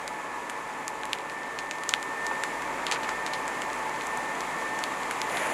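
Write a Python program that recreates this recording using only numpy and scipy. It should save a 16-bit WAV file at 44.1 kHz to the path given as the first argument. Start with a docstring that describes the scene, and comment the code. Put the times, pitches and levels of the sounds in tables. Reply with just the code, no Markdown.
"""Burning timber pops and snaps in a wooden house at night, heard from one microphone across the lawn.
Steam pockets burst in the boards and debris clatters down, over the roar of turbulent flames.
Behind them hoses hiss, two engines throb, and a fire pump whines and is throttled up slightly.
Near the end a water jet splashes onto the building. Everything is distant, in the open air."""
import sys
import numpy as np
from scipy import signal
from scipy.fft import rfft, irfft, next_fast_len
from scipy.io import wavfile
from scipy.ndimage import map_coordinates

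SR = 44100
rng = np.random.default_rng(int(sys.argv[2]) if len(sys.argv) > 2 else 0)


def unload_audio(sound):
    """Save the sound as a 16-bit wav file, at the path given as the first command line argument."""
    columns = np.transpose(np.atleast_2d(sound))
    # keep every value between -1 and 1, then stretch to whole-number steps
    steps = np.round(np.clip(columns, -1, 1) * 32767)
    wavfile.write(sys.argv[1], SR, steps.astype(np.int16))


N = 243873
TIME = np.arange(N) / SR

# Levels in the tables are relative; spectra give only a shape.
# engine firing tones, the close pair beats: pitch_hz, level_db
ENGINE_TONES = [(26.9, -76), (53.8, -64), (56.4, -71), (114, -72), (160.5, -61.5)]
# the pump's whine over time: time_s, level_db
WHINE_LEVELS = [(0.0, -48), (1.23, -50), (1.28, -43.5), (2.15, -42), (2.25, -35.5), (2.74, -49),
                (3.13, -40.5), (3.96, -47.5), (4.1, -41.5), (4.34, -40.5), (4.45, -55), (4.54, -43),
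                (4.74, -39), (5.24, -53), (5.27, -45), (5.53, -43)]
# the pump's drone, near half the whine's pitch: time_s, level_db
DRONE_LEVELS = [(0.0, -41), (1.52, -47), (3.16, -41), (4.54, -42.5), (5.2, -40.5), (5.53, -40)]
# whirring pump parts: ratio_to_whine_pitch, level_db, unsteadiness (0-1)
WHIRR_TONES = [(.482, -50, .5), (.546, -48.5, .5), (.605, -51, .7), (.632, -52, .7), (.961, -51, .3),
               (.311, -54, .6), (.256, -54, .6)]
# spray from the hoses: frequency_hz, level_db
HOSE_SPECTRUM = [(2000, 7), (3300, 2.5), (4200, -2), (5500, -4.5), (7200, 1), (8800, -6.5), (9900, -4.5),
                 (11000, -9.5), (13000, -16), (15500, -28)]
# the jet striking the building: frequency_hz, level_db
SPLASH_SPECTRUM = [(250, -7), (600, 6.5), (1400, 0.5), (2200, 2.5), (3900, -16), (5400, -24), (7000, -8),
                   (8700, -24), (9800, -5.5), (10600, -22), (11700, -17), (13000, -32), (15500, -45)]
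# the distant roar: frequency_hz, level_db
ROAR_SPECTRUM = [(20, -27), (45, -25), (88, -33), (120, -16.5), (190, -14.5), (270, -4.5), (650, -2.5),
                 (950, 1.5), (1200, -0.5), (1450, -7.5), (2100, -5), (2600, -12.3), (3300, -42),
                 (5500, -52)]
# the blaze swelling, hiss_db drives both hoses and crackle: time_s, roar_db, hiss_db
BLAZE_LEVELS = [(0.0, -37.5, -51), (1.68, -37.5, -51), (2.54, -34, -46.5), (2.94, -33.5, -47.5),
                (4.46, -33.5, -46), (5.25, -33.5, -45.5)]
# tone of the snaps at the microphone, a dip near 5.5 kHz, bright peaks near 7 and 11 kHz:
# frequency_hz, gain_db
SNAP_COLOUR = [(1000, -1.5), (3000, 0), (4300, -1.5), (5500, -4.5), (7300, 4), (8800, 2), (11000, 8.5),
               (15500, -23.5)]
# debris landing: start_s, level_db, pitch_hz
DEBRIS_KNOCKS = [(2.312, 0, 774), (2.922, -1.5, 835), (2.959, -4, 1370), (3.043, -11.5, 2080),
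                 (3.089, -2, 990)]
# timber bursting: start_s, level_db, pitch_hz, width_octaves, tail_db (splinters against the crack)
TIMBER_POPS = [(0.0783, -11.5, 5350, 1.4, -6.5), (0.498, -14.5, 4000, 2.4, -3.5),
               (0.88, -7, 6460, 0.94, -16), (1.0343, -14.5, 2370, 1.5, -10), (1.0545, -17, 4500, 2, -16),
               (1.132, 1.6, 2980, 0.86, -15), (1.1867, -17.5, 3500, 1.4, -8), (1.298, -19.5, 3450, 1, -1),
               (1.5887, -11, 3660, 1.5, -1.5), (1.7116, -9, 4130, 1.6, -7.5), (1.8362, -16, 4900, 1.8, -19),
               (1.892, 0.5, 5760, 0.76, -8.5), (1.9383, 5, 2600, 1.45, -13), (2.0281, -14, 5800, 1.4, -12),
               (2.2667, -8.5, 5400, 1.22, -9), (2.4368, -6.5, 3480, 2.26, -8),
               (2.6218, -16, 3700, 1.8, -14), (2.8672, -4.5, 3530, 0.7, -3),
               (2.9142, -3.5, 4100, 1.45, -3.5), (2.9223, -3, 3650, 1.1, 0.5), (3.033, -15, 3400, 1.2, -1),
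               (3.0922, -13.5, 4600, 0.97, 2), (3.2642, -7.5, 4000, 1.1, -3.5),
               (3.3347, -13.5, 4160, 0.57, 7), (3.4795, -13, 4000, 2.05, -5), (3.6196, -12, 4080, 1.95, -8),
               (4.011, -14.5, 2950, 1.2, -16), (4.0697, -16, 6950, 1.0, -14),
               (4.1739, -17.5, 7600, 0.7, -9), (4.4068, -12.5, 5000, 0.93, -7),
               (4.79, -14.5, 5500, 0.9, -3), (4.8388, -3.5, 3950, 0.82, -13), (5.1108, -12, 3100, 3.04, -3),
               (5.2169, -3.5, 4000, 1.14, -22), (5.371, -7, 3050, 0.78, -2)]


def from_db(db):
    """Decibels to gain."""
    return 10 ** (np.asarray(db) / 20)


def rms_one(x):
    """Scale to unit power."""
    return x / np.sqrt(np.mean(np.abs(x) ** 2) + 1e-20)


def unit_energy(x):
    """Scale so that the squares sum to 1."""
    return x / np.sqrt(np.sum(x ** 2) + 1e-20)


def in_time(rows):
    """Each column of a curve at every sample."""
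    time_s, *columns = np.transpose(rows)
    return [np.interp(TIME, time_s, column) for column in columns]


def drift(turns_per_s):
    """Smooth random wander; rms 1."""
    knots = rng.standard_normal(4096)
    coarse = map_coordinates(knots, [TIME[::32] * turns_per_s + 8], order=3, mode="wrap")
    return rms_one(coarse.repeat(32)[:N])


def colour(x, spectrum):
    """Filter by a spectrum, rolling off beyond its ends; rms 1."""
    hz, db = np.transpose(spectrum)
    size = next_fast_len(N)
    bin_hz = np.maximum(np.fft.rfftfreq(size, 1 / SR), 1)
    roll_off = np.minimum(bin_hz / hz[0], 1) ** 2 * np.minimum(hz[-1] / bin_hz, 1) ** 4
    gain = from_db(np.interp(np.log(bin_hz), np.log(hz), db))
    return rms_one(irfft(rfft(x, size) * roll_off * gain, size)[:N])


def band(x, low_hz, high_hz):
    """Causal band-pass; the upper edge stays at 200 Hz or above."""
    high_hz = np.clip(high_hz, 200, .45 * SR)
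    low_hz = np.clip(low_hz, 20, .8 * high_hz)
    return signal.sosfilt(signal.butter(2, [low_hz, high_hz], "band", fs=SR, output="sos"), x + 1e-18)


def edges_of(hz, octaves):
    """Low and high edge of a band around a pitch."""
    return hz * 2 ** (-octaves / 2), hz * 2 ** (octaves / 2)


def grains(per_s, spread_db, size):
    """Random clicks of uneven strength."""
    strength = from_db(spread_db * np.minimum(rng.exponential(1, size), 4))
    return (rng.random(size) < per_s / SR) * strength * rng.choice([-1, 1], size)


def dying_noise(t, decay_s):
    """White noise that starts at once and dies away."""
    return rng.standard_normal(len(t)) * np.exp(-t / decay_s)


def add(out, start_s, sound):
    """Mix a sound in at its start time."""
    at = max(int(start_s * SR), 0)
    out[at:at + len(sound)] += sound[:N - at]


def engines():
    """Firing tones of two engines at slightly different speeds, wavering in level and phase."""
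    out = np.zeros(N)
    for hz, db in ENGINE_TONES:
        peak = np.sqrt(2) * from_db(db + 0.92 * drift(4.48))
        out += peak * np.sin(2 * np.pi * hz * TIME + 0.92 * drift(3.2))
    return out


def machine_tone(phase, unsteady, flutter_per_s=16):
    """A tone, partly steady and partly scattered by moving air on its way to the microphone; rms 1."""
    scattered = (drift(flutter_per_s) + 1j * drift(flutter_per_s)) / np.sqrt(2)
    flutter = 1 - unsteady + unsteady * scattered
    return rms_one(np.real(flutter * np.exp(1j * phase)))


def pump(effort, idle_hz=1762, working_hz=1798, throttle_s=.9, spin_up_s=.45):
    """A clean impeller whine and rougher tones from the same shaft, throttled up once."""
    hz = working_hz + (idle_hz - working_hz) * np.exp(-np.maximum(TIME - throttle_s, 0) / spin_up_s)
    phase = 2 * np.pi * np.cumsum(hz) / SR
    whine = from_db(in_time(WHINE_LEVELS)[0] + 2) * machine_tone(phase, unsteady=0.059)
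    drone = from_db(in_time(DRONE_LEVELS)[0] - 1.5) * machine_tone(.4885 * phase, unsteady=0.47)
    whirr = sum(from_db(db) * machine_tone(ratio * phase, unsteady)
                for ratio, db, unsteady in WHIRR_TONES)
    return whine + drone + np.sqrt(effort) * whirr


def spray(spectrum, drops_per_s, spread_db, surge_db=0):
    """Dense droplets in a smooth mist; surge_db sets how much the flow surges."""
    drops = rms_one(grains(drops_per_s, spread_db, N))
    mist = rng.standard_normal(N)
    return colour(drops + mist, spectrum) * from_db(surge_db * drift(25))


def jet_splash(start_s=5.27, rise_s=0.055, level_db=-32.5):
    """A water jet swings onto the building and stays there."""
    onset = np.clip((TIME - start_s) / rise_s, 0, 1)
    return from_db(level_db) * onset * spray(SPLASH_SPECTRUM, drops_per_s=2700, spread_db=1.5)


def roar(flicker_db=0.16):
    """Turbulent flames and engine noise merge at this distance; each band flickers by itself."""
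    edges_hz = 20 * 2. ** np.arange(10)
    white = rng.standard_normal((len(edges_hz), N))
    bands = [band(noise, hz, 2 * hz) * from_db(flicker_db * drift(16))
             for noise, hz in zip(white, edges_hz)]
    return colour(sum(bands), ROAR_SPECTRUM)


def falling_debris(width_octaves=1.2, decay_s=0.0086):
    """Falling bits of board land with a dull clatter."""
    out, t = np.zeros(N), np.arange(4096) / SR
    for start_s, db, hz in DEBRIS_KNOCKS:
        clatter = band(dying_noise(t, decay_s), *edges_of(hz, width_octaves))
        add(out, start_s, from_db(db) * unit_energy(clatter))
    return out


def microphone_colour(snaps):
    """The microphone brightens the snaps and takes off their very top; their power stays."""
    return np.std(snaps) * colour(snaps, SNAP_COLOUR)


def crackle(per_band_per_s=16, spread_db=4.5):
    """Countless small snaps deeper in the fire, in five pitch ranges."""
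    edges_hz = np.geomspace(1300, 3600, num=5)
    return rms_one(sum(band(grains(per_band_per_s, spread_db, N), hz, 2 * hz) for hz in edges_hz))


def timber_pops(fracture_s=0.00074, tail_s=0.018, echo_db=-20, echo_s=0.021, knock_s=0.00093):
    """A steam pocket bursts in one pulse; the board knocks, fibres tear on and the walls scatter it."""
    typical_hz, typical_octaves = 4000, 1.45
    out, t = np.zeros(N), np.arange(8192) / SR
    for start_s, db, hz, octaves, tail_db in TIMBER_POPS:
        burst = dying_noise(t, fracture_s) / 10
        burst[0] = 1
        # the size of the pocket sets the pitch
        low_hz, high_hz = edges_of(hz, octaves)
        crack = unit_energy(band(burst, low_hz, high_hz))
        splinters = grains(per_s=2700, spread_db=4.4, size=len(t)) * np.exp(-t / tail_s)
        tail = unit_energy(band(splinters, 0.57 * low_hz, high_hz))
        echo = unit_energy(band(dying_noise(t, echo_s), 0.29 * low_hz, high_hz))
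        snap = from_db(db) * (crack + from_db(tail_db) * tail + from_db(echo_db) * echo)
        # strong, broad breaks shake the board more
        knock = unit_energy(band(dying_noise(t, knock_s), 1230, 2600))
        knock_db = -4.5 + 0.77 * db + 6 * (octaves - typical_octaves)
        # strong, high breaks have more top
        tick = unit_energy(band(burst + 0.48 * unit_energy(splinters), 8600, 15900))
        tick_db = -14.5 + 0.79 * db + 7 * np.log2(hz / typical_hz)
        add(out, start_s, snap + from_db(knock_db) * knock + from_db(tick_db) * tick)
    return out


def scene():
    """Fire, water and machines as they reach the microphone, in mono."""
    roar_db, hiss_db = in_time(BLAZE_LEVELS)
    flames = from_db(roar_db - 0.08) * roar()
    snaps = microphone_colour(from_db(hiss_db - 11) * crackle() + timber_pops())
    fire = flames + snaps + falling_debris()
    hoses = from_db(hiss_db + 2.5) * spray(HOSE_SPECTRUM, drops_per_s=5000, spread_db=-1, surge_db=.5)
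    # the engines and the pump's whirr swell together with the roar
    effort = from_db(roar_db - np.percentile(roar_db, 75))
    return (fire + hoses + jet_splash() + pump(effort) + effort * engines())[None]


def record(dry):
    """The top is cut steeply."""
    cutoff_hz = 15900
    return signal.sosfilt(signal.ellip(10, .1, 70, cutoff_hz, fs=SR, output="sos"), dry)


dry = scene()
out = record(dry)
unload_audio(out)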